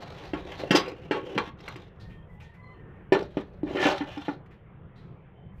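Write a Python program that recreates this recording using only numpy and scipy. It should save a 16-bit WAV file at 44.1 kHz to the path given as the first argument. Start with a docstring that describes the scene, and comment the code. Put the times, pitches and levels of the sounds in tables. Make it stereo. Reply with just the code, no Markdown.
"""A metal basin is shuffled and knocked about in a small tiled wash corner; friction and impact ring it.
From about 1.8 s a low outdoor rumble and a little wind fill the pause, small things tick, and a far cock
crows with thin high overtones among a few other faint far tones. From 3.1 s a pail is set down and
dragged. After 4.4 s rumble and wind remain, with a few ticks and one more faint tone. Of two microphone
ports the left hears the vessels slightly later; basin knocks and hiss lean right, pail knocks left."""
import sys
import numpy as np
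from scipy import signal
from scipy.fft import rfft, irfft, next_fast_len
from scipy.io import wavfile
from scipy.ndimage import uniform_filter1d

SR = 44100
rng = np.random.default_rng(int(sys.argv[2]) if len(sys.argv) > 2 else 0)


def dump_mix(stems):
    """Bounce the given channels to the path in sys.argv[1] as a 16-bit WAV at rate SR."""
    frames = np.atleast_2d(stems).T  # one column per channel
    limited = np.clip(frames, -1, 1)  # hard clip at full scale
    pcm = np.round(limited * 32767).astype(np.int16)
    wavfile.write(sys.argv[1], SR, pcm)


N = 246959
PAIL_FROM_S = 3  # the basin is handled before this time, the pail after it


def amp(db):
    """Amplitude ratio of a level in decibels."""
    return np.exp(np.asarray(db) * np.log(10) / 20)


def unit_rms(x):
    """Normalisation to unit power."""
    return x / np.sqrt(np.mean(x ** 2) + 1e-20)


def curve_at(points, hz):
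    """Interpolation on a logarithmic frequency axis."""
    f, value = np.transpose(points)
    return np.interp(np.log(hz + 1), np.log(f + 1), value)


def add(mix, start_s, sound):
    """Superposition: a sound joins the mix at its start time."""
    part = mix[..., round(start_s * SR):][..., :sound.shape[-1]]
    part += sound[..., :part.shape[-1]]


def coloured(x, spectrum, peaky_db=0):
    """Spectral shaping to unit power; random bumps stand for crowded modes."""
    size = next_fast_len(len(x))
    bumps = unit_rms(uniform_filter1d(rng.standard_normal(size // 2 + 1), 1 + size // 700))
    gain = amp(curve_at(spectrum, np.fft.rfftfreq(size, 1 / SR)) + peaky_db * bumps)
    return unit_rms(irfft(rfft(x, size) * gain, size)[:len(x)])


def vessel_modes(time_s):
    """Normal modes of the vessel in use; a hand on its wall damps some, weakening and shortening them."""
    # Each row: frequency in Hz, level in dB, free decay time (t60) in seconds.
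    basin = [(318, -4, .12), (400, 0, .15), (428, -2, .15), (471, -1, .15), (518, -1, .15), (726, -3, .2),
             (847, -4, .15), (930, -4, .12), (1107, -12, .35), (1310, -19, .3), (1385, -18, .3),
             (1500, -13, .1), (1690, -5, .07), (1740, -15, .3), (1884, -10, .15), (2134, -14, .25),
             (2711, -6, .15), (2918, -11, .15), (3122, -9, .15), (3216, -3, .15), (3570, -13, .15),
             (3709, -11, .08), (4258, -11, .12), (4791, -17, .1), (5647, -18, .1), (6272, -18, .1)]
    pail = [(268, -6, .1), (340, -3, .15), (392, 0, .22), (419, -6, .15), (480, -3, .22), (510, -6, .15),
            (590, 0, .2), (712, -7, .15), (783, -1, .18), (909, -4, .18), (1045, -12, .12), (1385, -7, .18),
            (1520, -12, .15), (1747, 0, .1), (1800, 0, .12), (2143, -15, .15), (2345, -14, .15),
            (2468, -15, .15), (2760, -13, .13), (3047, -9, .13), (3520, -9, .11), (4060, -8, .13),
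            (4420, -17, .12), (5566, -21, .12), (5803, -18, .12)]
    # Each row: start and end in seconds, lower and upper band edge in Hz, gain in dB.
    grips = [(1.05, 1.6, 500, 800, -9), (3.1, 3.14, 1300, 1600, -4), (3.5, 3.66, 330, 490, -4),
             (3.99, 5.6, 500, 730, -14), (4.27, 5.6, 2600, 6000, -14)]
    hz, db, t60 = np.transpose(basin if time_s < PAIL_FROM_S else pail)
    mute_db = sum(grip_db * ((low < hz) & (hz < high))
                  for start, end, low, high, grip_db in grips if start < time_s < end)
    return np.transpose([hz, db + mute_db, t60 * np.where(mute_db < 0, .4, 1)])


def impulse_response(modes, free, best_hz, db_per_octave, clang=0):
    """Modal sum: the contact point favours one pitch, a hard edge adds high modes, restraint damps all."""
    hz, db, t60 = np.transpose(modes)[..., None]
    t = np.arange(SR // 4) / SR
    excitation = amp(-db_per_octave * abs(np.log2(hz / best_hz))) + clang * (hz > 1250)
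    sign = (-1) ** np.arange(len(hz))[:, None]  # neighbouring modes swing opposite ways
    decay = amp(db - 60 * t / np.clip(free * t60, .01, .3))
    return (sign * excitation * decay * np.sin(2 * np.pi * hz * t)).sum(0)


def rim_stroke(start_s, swell_s, fade_s, ring_db, best_hz, grit_db):
    """Stick-slip friction: a rim slips unevenly over gritty tiles, ringing the vessel and hissing."""
    # Each row: frequency in Hz, spectral density in dB.
    grit_spectrum = [(300, -24.5), (700, 2.5), (1300, -7.5), (2000, -6.5), (3000, -11), (4300, -19.5),
                     (6000, -21.5), (8000, -34.5), (10000, -40.5), (13300, -36), (15000, -62.5),
                     (15500, -76.5)]
    slips_per_s, rough_db = 3000, 3.1
    t = np.arange(SR * 3 // 5) / SR
    stages_s = np.cumsum(np.clip([0, swell_s, fade_s, .1], [0, .005, .015, .1], .4))
    from_peak = np.interp(t, stages_s, [-1, 0, 1, 3])
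    envelope = amp(-13.5 * from_peak ** 2) * np.minimum(t / .0061, 1)
    strengths = amp(rough_db * np.minimum(rng.exponential(1, len(t)), 5))
    slipping = rng.random(len(t)) < slips_per_s / SR
    slips = unit_rms(strengths * slipping * rng.choice([-1, 1], len(t)))
    catches = unit_rms(uniform_filter1d(rng.standard_normal(len(t)), 350))  # the rim catches and lets go
    envelope *= amp(4 * catches - 2)
    free = .17 if start_s < PAIL_FROM_S else .24  # share of the decay time left under the hand
    response = impulse_response(vessel_modes(start_s), free, best_hz, db_per_octave=13)
    ring = amp(ring_db) * signal.oaconvolve(envelope * slips, response / np.linalg.norm(response))[:len(t)]
    common, *port_noises = rng.standard_normal((3, len(t)))
    hz = np.geomspace(300, 15500, num=50)
    # Each stroke hisses through one wet resonance; harder strokes hiss brighter.
    wet_db = 10 * np.exp(-(np.log2(hz / rng.uniform(2600, 4400)) / .22) ** 2)
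    bright_db = .56 * max(grit_db + 41.5, 0) * np.exp(-(np.log2(hz / 6000) / .8) ** 2)
    spectrum = np.transpose([hz, curve_at(grit_spectrum, hz) + wet_db + bright_db])
    hiss = [coloured(slips + .19 * common + 7 * own, spectrum, peaky_db=2.5) for own in port_noises]
    return ring * amp([[-.6], [.6]]) + amp(grit_db) * envelope * hiss * amp([[-2.5], [2.5]])


def wall_reflections(x):
    """Reverberation: sparse echoes of random sign, each band decaying at its own rate."""
    # Each row: frequency in Hz, reverberation time (t60) in seconds.
    decay_times = [(200, 0.25), (1000, 0.18), (4000, 0.19), (12000, 0.0093)]
    echoes = np.zeros((2, SR // 2))
    arrivals = np.arange(120, SR // 2 - 20, 20) + rng.integers(0, 20, (2, (SR // 2 - 121) // 20))
    np.put_along_axis(echoes, arrivals, rng.choice([-1., 1.], arrivals.shape), 1)
    hz, t, spectra = signal.stft(echoes, SR, nperseg=256)
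    apart = np.clip(hz / 700, 0, 1)[:, None]  # both ports hear the same bass
    spectra[0] = apart * spectra[0] + np.sqrt(1 - apart ** 2) * spectra[1]
    t60 = np.clip(curve_at(decay_times, hz), .03, 1)[:, None]
    tail = signal.istft(spectra * amp(-60 * t / t60), SR, nperseg=256)[1]
    return signal.fftconvolve(x[None], tail / np.linalg.norm(tail[1]), axes=1)[:, :N]


def outdoor_rumble():
    """Partly coherent noise at two ports; patches of its spectrum drift and the middle swells and sinks."""
    # Each row: frequency in Hz, spectral density in dB.
    spectrum = [(30, -31), (60, 4), (100, -11.5), (152, 3), (200, -15.5), (306, -11.5), (451, -11),
                (613, -19.5), (1130, -21), (1970, -23.5), (2900, -30.5), (3500, -36), (4200, -57),
                (8000, -72), (15500, -93.5)]
    # Each row: frequency in Hz, correlation between left and right.
    correlations = [(60, 1), (180, 0.99), (550, 0.59), (1650, -0.19), (4970, -0.84)]
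    # Each row: time in seconds, gain in dB where the swell is deepest.
    swell = [(0, 4), (.7, -3.5), (1.5, -4), (1.951, -6.5), (2.6, -10), (2.95, -1.5), (3.5, -7), (4.4, -8),
             (5.1, -6), (5.6, -12)]
    frames, hz = N // 256 + 5, np.fft.rfftfreq(1024, 1 / SR)
    left_re, left_im, own_re, own_im, patches = rng.standard_normal((frames, 513, 5)).T
    patches = unit_rms(uniform_filter1d(uniform_filter1d(patches, 10, 0), 14, 1))
    swell_db = np.interp(np.arange(frames) * 256 / SR, *np.transpose(swell))
    swell_depth = curve_at([(150, .15), (300, 1), (700, .48), (1500, 1), (4000, .65)], hz)[:, None]
    alike = np.clip(curve_at(correlations, hz), -1, 1)[:, None]
    left = left_re + 1j * left_im
    right = alike * left + np.sqrt(1 - alike ** 2) * (own_re + 1j * own_im)
    spectra = np.array([left, right]) * amp(curve_at(spectrum, hz))[:, None]
    steady = signal.istft(spectra, nperseg=1024, noverlap=768)[1]
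    spectra *= amp(-46.5) / np.sqrt(np.mean(steady ** 2))
    spectra *= amp(2.18 * patches + swell_depth * swell_db)
    return signal.istft(spectra, nperseg=1024, noverlap=768)[1][:, :N]


def wind():
    """Turbulence at the ports: puffs of low noise, uncorrelated between left and right."""
    # Each row: peak time in seconds, half width in seconds, level in dB.
    gusts = [(.45, 0.35, -47), (2.1, 0.087, -44.5), (2.34, 0.037, -45), (2.7, 0.89, -60),
             (3.701, 0.76, -55.5), (5.6, 0.045, -41)]
    # Each row: frequency in Hz, spectral density in dB.
    spectrum = [(15, -15), (35, 3.5), (70, 10), (110, -3), (180, 3), (300, -55.5)]
    t = np.arange(N) / SR
    envelope = amp(-60) + sum(amp(db) * np.exp(-((t - peak) / width) ** 2) for peak, width, db in gusts)
    noise = np.array([coloured(x, spectrum) for x in rng.standard_normal((2, N))])
    return noise * envelope * amp([[1.5], [-2.5]])


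def blow(start_s, db, best_hz, free, clang_db, thud_hz, thud_db, thud_t60, crash_db, sizzle_db, tick_db):
    """Impact excitation: a short push and its dying chatter ring the vessel, and the floor thuds."""
    # Each row: frequency in Hz, spectral density in dB.
    crash_spectrum = [(500, -33.5), (900, 21), (1500, 13), (3000, 3.5), (4200, -5.5), (5500, -46.5),
                      (8000, -59.5)]  # dense middle modes of sheet metal
    sizzle_spectrum = [(2500, -9.5), (4200, 0), (5600, -5.5), (7000, -13), (9500, -29), (13500, -25.5),
                       (15000, -38), (15500, -62.5)]  # its densest top modes, which build up a little late
    contact_spectrum = [(3000, -34.5), (6000, 4.5), (9500, -5.5), (13500, -8.5), (15500, -5)]  # bright tick just after the push
    t, noise = np.arange(SR // 3) / SR, rng.standard_normal((4, SR // 3))
    force = .035 * noise[0] * amp(-60 * t / .04)  # chatter
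    force[:9] += np.hanning(9) / 4  # push
    response = impulse_response(vessel_modes(start_s), free, best_hz, db_per_octave=8, clang=amp(clang_db))
    ring = signal.oaconvolve(force, response)[:len(t)]
    slab_boom = amp(-19.5 - 60 * t / .051) * np.sin(2 * np.pi * 179 * t)
    contact = coloured(noise[3], contact_spectrum) * amp(tick_db) * np.exp(-((t - .007) / .0025) ** 2)
    thud = amp(thud_db - 60 * t / max(thud_t60, .008)) * np.sin(2 * np.pi * thud_hz * t)
    thud *= np.minimum(t / .0007, 1)
    crash = coloured(noise[1], crash_spectrum, peaky_db=3) * (1 - np.exp(-t / .0015))
    sizzle = coloured(noise[2], sizzle_spectrum, peaky_db=6.5) * (1 - np.exp(-(t / .0056) ** 2))
    sizzle *= amp(sizzle_db - 6.5 - 260 * t)
    crash_t60 = np.interp(free, [0, 1], [.027, .45])
    dense_modes = (crash + sizzle) * amp(crash_db - 60 * t / crash_t60)
    sound = amp(db) * (ring / abs(ring).max() + thud + slab_boom + contact + dense_modes)
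    pan_db = -5 if start_s < PAIL_FROM_S else 3  # left minus right; only the treble leans
    treble = signal.lfilter(*signal.butter(2, 590, "high", fs=SR), sound)
    return sound + (amp([[pan_db / 2], [-pan_db / 2]]) - 1) * treble


def tick(db, hz, t60):
    """Band-limited noise with exponential decay: the dull puff of a small tick or drip."""
    t = np.arange(SR // 3) / SR
    band = [(hz / 4, -22), (hz * 1.1, -6), (hz, 0), (hz * 1.09, -7), (hz * 1.76, -26), (hz * 4, -40)]
    envelope = amp(db - 60 * t / np.clip(t60, .02, .5)) * (1 - np.exp(-t / .0075))
    return coloured(rng.standard_normal(len(t)), band) * envelope


def distant_note(length_s, hz, *partials_db):
    """Harmonic series of a crow or faint tone: the pitch arches slightly and wavers with the level."""
    progress = np.linspace(0, 1, round(length_s * SR))
    waver = unit_rms(uniform_filter1d(rng.standard_normal(len(progress)), 500))
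    arch = np.sin(np.pi * progress) - 1
    cycles = np.cumsum(hz * (1 + .012 * arch + .014 * waver)) / SR
    tone = sum(amp(db) * np.sin(2 * np.pi * k * cycles) for k, db in enumerate(partials_db, 1))
    envelope = amp(4 * waver - 5 * progress ** 2) * signal.windows.tukey(len(progress), .6)
    return np.sqrt(2) * tone * envelope


def scene():
    """Superposition of direct and reflected sound; the left port hears the vessels slightly later."""
    # Each row: start, swell and fade in seconds, ring level in dB, best-excited pitch in Hz,
    # grit level in dB.
    strokes = [(0, 0.022, 0.033, -43.5, 860, -44.5), (.041, 0.048, 0.28, -53, 445, -49),
               (.154, 0.032, 0.084, -57, 1074, -46.5), (.231, 0.0089, 0.14, -50.5, 528, -48.5),
               (.359, 0.025, 0.29, -43.5, 414, -50), (.48, 0.048, 0.02, -41, 1490, -42),
               (.547, 0.035, 0.089, -62, 700, -41), (.583, 0.023, 0.036, -32.5, 370, -40),
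               (.652, 0.042, .05, -44, 440, -48.5), (.75, 0.013, 0.015, -25, 2900, -20),
               (.803, 0.061, 0.082, -39.5, 380, -45), (.946, 0.034, 0.23, -49.5, 390, -53.5),
               (1.118, 0.041, 0.061, -30.5, 480, -44), (1.225, 0.046, 0.082, -39.5, 476, -48.5),
               (1.29, 0.057, 0.081, -32.5, 445, -44.5), (1.388, 0.055, 0.063, -45, 1250, -46.5),
               (1.57, 0.11, 0.2, -58, 686, -50), (1.738, .01, 0.5, -59, 393, -70.5),
               (3.138, 0.008, 0.11, -41, 430, -42), (3.249, .02, .33, -51, 444, -63),
               (3.379, 0.013, 0.04, -52, 1810, -48.5), (3.63, 0.093, 0.051, -38.5, 390, -53.5),
               (3.68, 0.11, 0.17, -33, 306, -40), (3.757, 0.018, 0.057, -30, 1800, -49),
               (3.8, 0.043, .04, -24.5, 1690, -27.5), (3.855, 0.019, 0.051, -25.5, 637, -30.5),
               (3.895, 0.03, 0.021, -23, 736, -32), (3.9, 0.016, 0.089, -41, 930, -44.5),
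               (3.955, .02, .02, -50, 4060, -38), (3.99, .03, 0.13, -42, 835, -48),
               (4.06, 0.073, 0.067, -52, 2980, -46), (4.13, 0.033, 0.048, -46.5, 805, -50),
               (4.19, 0.026, 0.071, -53, 3050, -46.5), (4.235, 0.043, 0.064, -50, 3500, -50),
               (4.292, 0.0072, 0.064, -36, 430, -51.5)]
    # Each row: start in seconds, level in dB, best-excited pitch in Hz, freedom to ring from 0 (held)
    # to 1, clang in dB, thud pitch in Hz, thud level in dB, thud t60 in seconds, then crash, sizzle
    # and tick in dB. Sizzle is relative to the crash; thud, crash and tick are relative to the ring.
    blows = [(.334, -17, 910, 0.25, -50, 330, 2, 0.025, -15.5, -9.5, -45),
             (.377, -38, 407, 0.77, -32, 332, -6, 0.054, -9.5, -4, -39),
             (.636, -24.5, 560, 0.08, -30.5, 490, 14, 0.01, -20.5, -2, -37),
             (.7075, -9, 750, .8, 2, 205, 6, .018, -15, 3, -26),
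             (.734, -13, 463, 0.82, -31, 323, -8, 0.016, -18, -15, -48),
             (.748, -8, 754, 0.75, -17.5, 341, 1, 0.039, -17.5, 15, -35.5),
             (.878, -38.5, 490, 0.09, -18, 480, 15.5, 0.094, 0, 9, -22),
             (1.110, -13, 820, 0.55, -33, 406, 6, 0.026, -13.5, -5, -42),
             (1.146, -26.5, 870, 0.6, -25, 430, 9, 0.021, -16, -12, -47),
             (1.363, -23, 494, 0.03, -36, 211, 8, 0.023, -31, -7, -61),
             (1.378, -10.5, 900, 0.02, -19.5, 455, 1.5, 0.023, 1, -8, -34.5),
             (1.475, -32, 910, 0.1, -48, 219, 3.5, 0.016, -16, -9, -55),
             (1.603, -44.5, 2560, 0.01, -7, 404, 8, 0.02, -0.5, 13, -22),
             (1.679, -27, 1520, 0, 9, 507, 3, 0.011, 7, -17, -19),
             (1.758, -37.5, 1610, 0.01, -18, 349, 5, 0.028, 5.5, 0.5, -19),
             (3.1214, -9, 800, 0.33, -4, 389, 4.5, 0.046, -11, -3, -42),
             (3.148, -13, 1000, 0.15, -9, 380, -6, 0.017, -29, -9, -53),
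             (3.168, -25, 430, 0, -22, 426, 12, 0.032, -15, -7, -60),
             (3.222, -32, 700, 0.12, -15, 420, 12.5, 0.018, -15, 11, -46),
             (3.37, -22.5, 447, 0.25, -8.5, 302, 14.5, 0.012, -12.5, -11, -58),
             (3.632, -31, 700, 0.05, -34, 316, 15.5, 0.038, -42, 3, -59),
             (3.668, -37, 1760, 1, -27, 321, 13.5, 0.026, -4.5, -17, -52),
             (3.71, -25, 400, 0.09, -35, 325, 1, 0.019, -11.5, -8, -55),
             (3.749, -21, 450, 1, -27, 310, 2.5, .025, -12, -8, -55),
             (3.763, -27, 500, .2, -30, 330, 3, .025, -18, -8, -55),
             (3.826, -11, 1800, .55, -25, 345, -12, .03, -18, -8, -50),
             (3.851, -10, 1750, .65, -25, 300, -25, .03, -25, -8, -50),
             (3.855, -12, 684, 0.71, -19.5, 307, 0.5, 0.037, -9, -6, -52),
             (4.007, -20.5, 1110, 0.33, -17, 289, 0, 0.057, -15, -11, -52),
             (4.172, -29, 800, 0.28, -12, 293, 1.5, 0.068, -16, 0, -51),
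             (4.282, -13.5, 1080, 0.07, -30, 296, -14, 0.022, -26, -4, -52),
             (4.288, -23, 734, 0.09, -33, 279, 0.5, 0.044, -13, -5, -59)]
    # Each row: start in seconds, level in dB, centre frequency in Hz, t60 in seconds.
    ticks = [(1.829, -62, 2220, 0.11), (1.997, -56.5, 3940, 0.24), (2.0948, -57.5, 2470, 0.23),
             (2.399, -47.5, 2370, 0.11), (2.421, -63.5, 5860, 0.12), (2.4375, -61.5, 3000, 0.28),
             (2.538, -54.5, 1990, 0.12), (3.3012, -63, 3170, 0.21), (4.4582, -49.5, 2200, 0.039),
             (4.505, -59, 2280, 0.21), (4.955, -67, 3600, 0.6), (5.578, -61.5, 2287, 0.086)]
    # Each row: start and length in seconds, pitch in Hz, levels of the first two partials in dB.
    cock_crow = [(1.95, .32, 905, -76, -68), (2.26, .16, 985, -72, -67), (2.4, .17, 915, -69, -65),
                 (2.53, .32, 1000, -64, -67), (2.7, .38, 910, -78, -69)]
    # The crow's thin high overtones (4130 and 3010 Hz) and a few other faint far tones.
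    # Each row: start and length in seconds, pitch in Hz, level in dB.
    thin_tones = [(2.33, .13, 840, -67), (2.58, .22, 1150, -69), (2.08, .2, 3160, -74),
                  (2.6, .18, 4130, -82), (2.65, .16, 3010, -79), (5.31, .25, 3110, -75)]
    near, far = np.zeros((2, N)), np.zeros(N)
    for start_s, *settings in blows:
        add(near, start_s, blow(start_s, *settings))
    for start_s, *settings in strokes:
        add(near, start_s, rim_stroke(start_s, *settings))
    # Small vessels radiate no deep bass.
    near = signal.sosfilt(signal.butter(3, 140, "high", fs=SR, output="sos"), near)
    for start_s, *settings in ticks:
        add(far, start_s, tick(*settings))
    for start_s, length_s, hz, first_db, second_db in cock_crow:
        add(far, start_s, distant_note(length_s, hz, first_db, second_db, second_db - 26))
    for start_s, *settings in thin_tones:
        add(far, start_s, distant_note(*settings))
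    room = wall_reflections(amp(-9) * near.mean(0) + amp(-3) * far)
    treble_trim, trim_hz, lag_samples = .033, 815, 17
    near[0] -= treble_trim * signal.lfilter(*signal.butter(1, trim_hz, "high", fs=SR), near[0])
    near[0] = np.pad(near[0], (lag_samples, 0))[:N]
    return near + room + amp(1.5) * far + outdoor_rumble() + wind()


def record(dry):
    """Band limiting: a linear-phase low-pass filter at 15.5 kHz."""
    return signal.oaconvolve(dry, signal.firwin(511, 15500, window=("kaiser", 9), fs=SR)[None], "same")


dry = scene()
out = record(dry)
dump_mix(out)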